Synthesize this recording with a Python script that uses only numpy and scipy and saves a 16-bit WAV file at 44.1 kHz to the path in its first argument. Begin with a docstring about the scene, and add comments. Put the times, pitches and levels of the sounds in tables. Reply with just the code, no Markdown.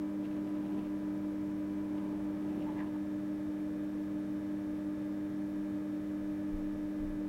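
"""The cab of an electric train, standing with its equipment running.
Rectifier ripple and a cooling blower hum as two strong low tones, each part of a harmonic series,
under a thin buzz, faint wandering motor tones and a soft rush of air that excites the cab's resonances.
Someone shifts in the seat: friction rustles the cloth, and stick-slip gives small creaks.
Near the end the damped low modes of the cab body sound a few soft thuds."""
import sys
import numpy as np
from scipy import signal
from scipy.fft import rfft, irfft, next_fast_len
from scipy.io import wavfile

SR = 44100
rng = np.random.default_rng(int(sys.argv[2]) if len(sys.argv) > 2 else 0)


def dump(signal):
    """Clip the signal to [-1, 1] and save it as 16-bit WAV at the path in sys.argv[1]."""
    limited = np.clip(np.atleast_2d(signal).T, -1, 1)
    pcm = np.round(limited * 32767).astype(np.int16)
    wavfile.write(sys.argv[1], SR, pcm)


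N = 321048
TIME = np.arange(N) / SR

# Strongest tones of the hum: supply_multiple, level_db, change_after_move_db
SUPPLY_HARMONICS = [(4, -67, 0), (6, -37.7, -.3), (8, -73, 3), (12, -60, .5), (32, -73, 1),
                    (34, -75.3, 5.3), (38, -82, 4), (46, -76, -2), (72, -83, 3), (108, -87.5, .5)]
# Line levels of the transformer core, on even multiples: frequency_hz, level_db
CORE_SPECTRUM = [(1200, -77.5), (1400, -93), (2000, -76.5), (2200, -88), (2520, -80.5), (2700, -96),
                 (4000, -108)]
# Line levels of the six-pulse rectifier, on each sixth multiple and its neighbours: frequency_hz, level_db
RECTIFIER_SPECTRUM = [(2400, -92.5), (3150, -86), (3700, -92.5), (4300, -90.5), (4600, -100.5), (5500, -94),
                      (6600, -100), (8500, -108)]
# Line levels of the faint buzz, on every multiple: frequency_hz, level_db
BUZZ_SPECTRUM = [(2400, -96.5), (3600, -99), (5400, -104), (8500, -112)]

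def electrical_hum(moved, supply_hz, scatter_db):
    """Harmonic series locked to the supply; the sixth harmonic, the rectifier ripple, dominates."""
    cycles = supply_hz * TIME
    hum = sum(from_db(db + change * moved) * tone(k * cycles) for k, db, change in SUPPLY_HARMONICS)
    strongest = [row[0] for row in SUPPLY_HARMONICS]
    for k in range(24, 168):
        spectra = [BUZZ_SPECTRUM]
        if k % 2 == 0:
            spectra.append(CORE_SPECTRUM)
        if k % 6 in (0, 1, 5):
            spectra.append(RECTIFIER_SPECTRUM)
        db = max(at_hz(spectrum, k * supply_hz) for spectrum in spectra)
        db += scatter_db * rng.uniform(-1, 1)   # panels pass some multiples better than others
        if k not in strongest:
            hum += from_db(db) * tone(k * cycles)
    return hum


# Strongest tones of the blower: shaft_multiple, level_db, change_after_move_db
SHAFT_HARMONICS = [(6, -70, 2), (8, -44.5, -1.3), (12, -56, -.7), (15, -73, 3), (16, -58.2, -3),
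                   (17, -72, 3), (20, -67, -1), (24, -59.4, -.8), (40, -64.7, -13.7), (51, -76.5, 1)]

def blower(moved, shaft_hz, wobble, flutter_db):
    """Harmonics of one slightly unsteady shaft; turbulence modulates the amplitude of each."""
    turns = shaft_hz * (TIME + wobble * np.cumsum(drift(0.82)) / SR)
    # weaker overtones: -79 dB at 1 kHz, falling 1 dB per octave
    weak = [(k, -79 - np.log2(k * shaft_hz / 1000), 0) for k in (28, 32, 44, 48, 60)]
    return sum(from_db(db + change * moved + flutter_db * drift(4.1)) * tone(k * turns)
               for k, db, change in SHAFT_HARMONICS + weak)


# Pushes on the cab body: start_s, relative_level_db
PUSHES = [(6.19, -55), (6.497, -40), (6.711, -53), (6.985, -40), (7.189, -53)]
# Its lowest modes: frequency_hz, relative_level_db, decay_60_db_s
BODY_MODES = [(26.4, -2.5, 0.54), (34.5, -2, .3), (57, -8.5, 0.36), (88, -5.5, 0.3)]

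def thuds(rise_s, gain_db):
    """Damped modal vibration: each soft push builds up in the body and decays exponentially."""
    out = np.zeros(N)
    for start_s, push_db in PUSHES:
        age = np.maximum(TIME - start_s, 0)
        build = 1 - np.exp(-(age / rise_s) ** 2)
        for hz, mode_db, t60 in BODY_MODES:
            out += build * from_db(gain_db + push_db + mode_db - 60 * age / t60) * tone(hz * age)
    return out


# How hard the sitter presses on the seat: time_s, relative_level_db
SEAT_LOAD = [(.12, -75), (.3, -59), (.82, -48.5), (.95, -75), (1.8, -68), (1.98, -52), (2.33, -55),
             (2.56, -47.5), (2.8, -51.5), (3.02, -76)]

def seat_effort():
    """Amplitude envelope of the friction: the load on the seat comes in two bouts."""
    return from_db(np.interp(TIME, *np.transpose(SEAT_LOAD)))


# Quick rubs of cloth: peak_s, relative_level_db
CLOTH_RUBS = [(.241, -58), (.313, -63), (.372, -62), (.474, -63), (.556, -65), (.654, -63), (.721, -62),
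              (.781, -60.5), (.852, -64), (1.982, -63), (2.419, -65), (2.622, -60), (2.787, -60.5),
              (2.866, -65), (2.945, -67)]
# Spectrum of sliding cloth: frequency_hz, relative_density_db
CLOTH_SPECTRUM = [(250, -10), (500, 3), (850, 3), (1300, -1), (1800, -4), (2300, -1), (2800, 1.5),
                  (3400, -4), (4300, -14), (8000, -30), (15000, -55)]
# Spectrum of the seat under it: frequency_hz, relative_density_db
SEAT_SPECTRUM = [(60, -22), (100, -25), (132, -1.5), (210, 1), (280, -5), (340, 3.5), (450, -13),
                 (620, -13), (800, -16.5), (1200, -50)]

def rustles(effort, cloth_rub_db, cloth_effort_db, seat_rub_db, seat_effort_db):
    """Friction noise: cloth slips finely and the seat rumbles; rubs and effort add in power."""
    # a rub catches quickly and lets go more slowly
    rubs = sum(from_db(db) * np.where(TIME < peak_s, swell(peak_s, 0.0112), swell(peak_s, 0.044))
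               for peak_s, db in CLOTH_RUBS)
    grains = rms_one(colour(friction(per_s=2200, spread_db=6.0), CLOTH_SPECTRUM))
    rumble = rms_one(colour(rng.standard_normal(N), SEAT_SPECTRUM))
    cloth_gain = np.hypot(from_db(cloth_rub_db) * rubs, from_db(cloth_effort_db) * effort)
    seat_gain = np.hypot(from_db(seat_rub_db) * rubs, from_db(seat_effort_db) * effort)
    return cloth_gain * grains + seat_gain * rumble


# Creaks of the seat: peak_s, length_s, relative_level_db, pitch_hz
SEAT_CREAKS = [(2.07, 0.31, -54.5, 937), (2.687, .045, -47.5, 884), (2.805, 0.071, -49.5, 1030),
               (2.882, 0.024, -55.5, 900), (2.953, 0.034, -53.5, 896)]
# Low and high resonances of its frame: frequency_hz, bandwidth_hz, relative_level_db
FRAME_LOW_MODES = [(882, 130, 4.5), (916, 47, 2.5), (983, 36, -5)]
FRAME_HIGH_MODES = [(1660, 100, 2), (2003, 170, -1), (2350, 180, -7)]

def creaks(effort, creak_db, strain_db, snap_db, padding_hz):
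    """Stick-slip excitation: slips, low-passed by the padding, ring the seat frame."""
    creaking = sum(from_db(db) * swell(peak_s, length_s) for peak_s, length_s, db, _ in SEAT_CREAKS)
    low_gain = np.hypot(from_db(creak_db) * creaking, from_db(strain_db) * effort)
    high_gain = from_db(snap_db) * swell(peak_s=2.797, length_s=0.04)   # the frame gives way once
    padding = signal.butter(2, padding_hz, fs=SR, output="sos")
    slips = signal.sosfilt(padding, friction(per_s=820, spread_db=2.5))
    low_ring = rms_one(resonate(slips, FRAME_LOW_MODES))
    high_ring = rms_one(resonate(slips, FRAME_HIGH_MODES))
    return low_gain * low_ring + high_gain * high_ring


def squeaks(gain_db, waver, steady_s):
    """Periodic stick-slip: a short creak locks into a wavering pitch; a long one stays mostly a scuff."""
    out = np.zeros(N)
    for peak_s, length_s, db, hz in SEAT_CREAKS:
        locked = min(1, steady_s / length_s)
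        cycles = hz * np.cumsum(1 + waver * drift(39.3)) / SR
        out += from_db(db + gain_db) * locked * swell(peak_s, length_s) * tone(cycles)
    return out


# Tones of the smaller motors: pitch_hz, level_db, wander_hz
MOTOR_TONES = [(239.6, -56.5, .6), (244.3, -62, .6), (569.3, -63, 1.2), (153.4, -64, 1.5), (895, -71.5, .6)]

def motors():
    """Random frequency modulation makes each tone wander; the close pair beats by interference."""
    return sum(from_db(db) * tone(hz * TIME + wander_hz * np.cumsum(drift(1.69)) / SR)
               for hz, db, wander_hz in MOTOR_TONES)


# Spectrum of the rush and hiss: frequency_hz, relative_density_db
AIR_SPECTRUM = [(20, -101), (60, -82), (110, -75.5), (200, -84), (320, -80.5), (450, -83.5), (620, -85),
                (720, -88.5), (900, -90), (1700, -95.5), (2500, -102.6), (3600, -108.9), (7000, -112.3),
                (15000, -114.4)]
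# Air resonances of the cab: frequency_hz, bandwidth_hz, relative_level_db
CAVITY_MODES = [(26, 5, -70), (43.3, 4, -68), (89.7, 20.6, -61.5), (129, 4.4, -67.5), (154.7, 3.7, -66.5),
                (187, 20, -61.5), (209, 12, -68.5), (284.2, 10, -58.5), (330.5, 34, -63), (477.7, 16, -65),
                (579, 48, -66.5), (627, 14, -70), (860, 13, -75.5), (1256, 44, -75.5), (1760, 26, -77),
                (2000, 39, -83.5)]

def air(rush_db, modes_db):
    """Broadband excitation: moving air rushes and keeps the cab's resonances sounding."""
    white = rng.standard_normal(N) * np.sqrt(SR / 2)   # unit power per hertz
    rush = colour(white, AIR_SPECTRUM)
    resonances = resonate(rng.standard_normal(N), CAVITY_MODES)
    return from_db(rush_db) * rush + from_db(modes_db) * resonances


def friction(per_s, spread_db):
    """Poisson impulse train: tiny slips of uneven size at random moments."""
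    slipping = rng.random(N) < per_s / SR
    return slipping * rng.choice([-1, 1], N) * from_db(spread_db * rng.standard_normal(N))


def resonate(x, modes):
    """Modal superposition: parallel resonators of alternating sign, each at its own rms level."""
    out = np.zeros(N)
    for k, (hz, bandwidth_hz, db) in enumerate(modes):
        radius = np.exp(-np.pi * bandwidth_hz / SR)
        feedback = [1, -2 * radius * np.cos(2 * np.pi * hz / SR), radius * radius]
        out += (-1) ** k * from_db(db) * rms_one(signal.lfilter([1, 0, -1], feedback, x))
    return out


def colour(x, spectrum):
    """Spectral shaping, with a roll-off below the 16 Hz limit of hearing."""
    size = next_fast_len(N)
    hz = np.arange(size // 2 + 1) * SR / size
    audible = 1 - np.exp(-(hz / 16) ** 4)
    return irfft(rfft(x, size) * from_db(at_hz(spectrum, hz)) * audible, size)[:N]


def drift(corner_hz):
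    """Low-passed Gaussian noise: a slow fluctuation of rms 1."""
    hop, settle = 100, 1000
    pole = np.exp(-2 * np.pi * corner_hz * hop / SR)
    noise = rng.standard_normal(N // hop + settle + 2)
    slow = signal.lfilter([1], [1, -2 * pole, pole * pole], noise)[settle:]
    return np.interp(np.arange(N) / hop, np.arange(len(slow)), rms_one(slow))


def swell(peak_s, length_s):
    """Gaussian envelope, two standard deviations to the length."""
    return np.exp(-np.minimum(2 * ((TIME - peak_s) / length_s) ** 2, 25))


def tone(cycles):
    """Sinusoid of rms 1 with a random starting phase."""
    return np.sqrt(2) * np.sin(2 * np.pi * (cycles + rng.random()))


def at_hz(spectrum, hz):
    """Interpolation of levels on a log-frequency axis."""
    freqs, levels = np.transpose(spectrum)
    return np.interp(np.log(np.maximum(hz, 1)), np.log(freqs), levels)


def rms_one(x):
    """Normalisation to an rms of 1."""
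    return x / np.sqrt(np.mean(x ** 2) + 1e-20)


def from_db(db):
    """Decibels to amplitude ratio."""
    return 10 ** (np.asarray(db) / 20)


def scene():
    """Superposition of steady machinery, small movements and air, in one channel."""
    # a body moving in the cab shifts its standing waves, so the loud tones settle at new levels
    move_start_s, move_end_s = 2.1, 2.8
    moved = np.interp(TIME, [move_start_s, move_end_s], [0, 1])
    hum = electrical_hum(moved, supply_hz=50.451, scatter_db=3)
    machinery = hum + blower(moved, shaft_hz=24.75, wobble=0.0006, flutter_db=0.43) + motors()
    effort = seat_effort()
    seat = rustles(effort, cloth_rub_db=-1.5, cloth_effort_db=-20, seat_rub_db=11.5, seat_effort_db=2.5)
    seat += creaks(effort, creak_db=-3, strain_db=-12.5, snap_db=-51.5, padding_hz=2830)
    seat += squeaks(gain_db=-4.0, waver=0.02, steady_s=0.045)
    body = thuds(rise_s=0.055, gain_db=10.5)
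    return (machinery + seat + body + air(rush_db=-0.15, modes_db=1.2))[None]


def record(dry):
    """Band limiting: a steep elliptic low-pass cuts the highest treble."""
    cutoff_hz = 15900
    return signal.sosfilt(signal.ellip(12, .1, 80, cutoff_hz, fs=SR, output="sos"), dry)


dry = scene()
out = record(dry)
dump(out)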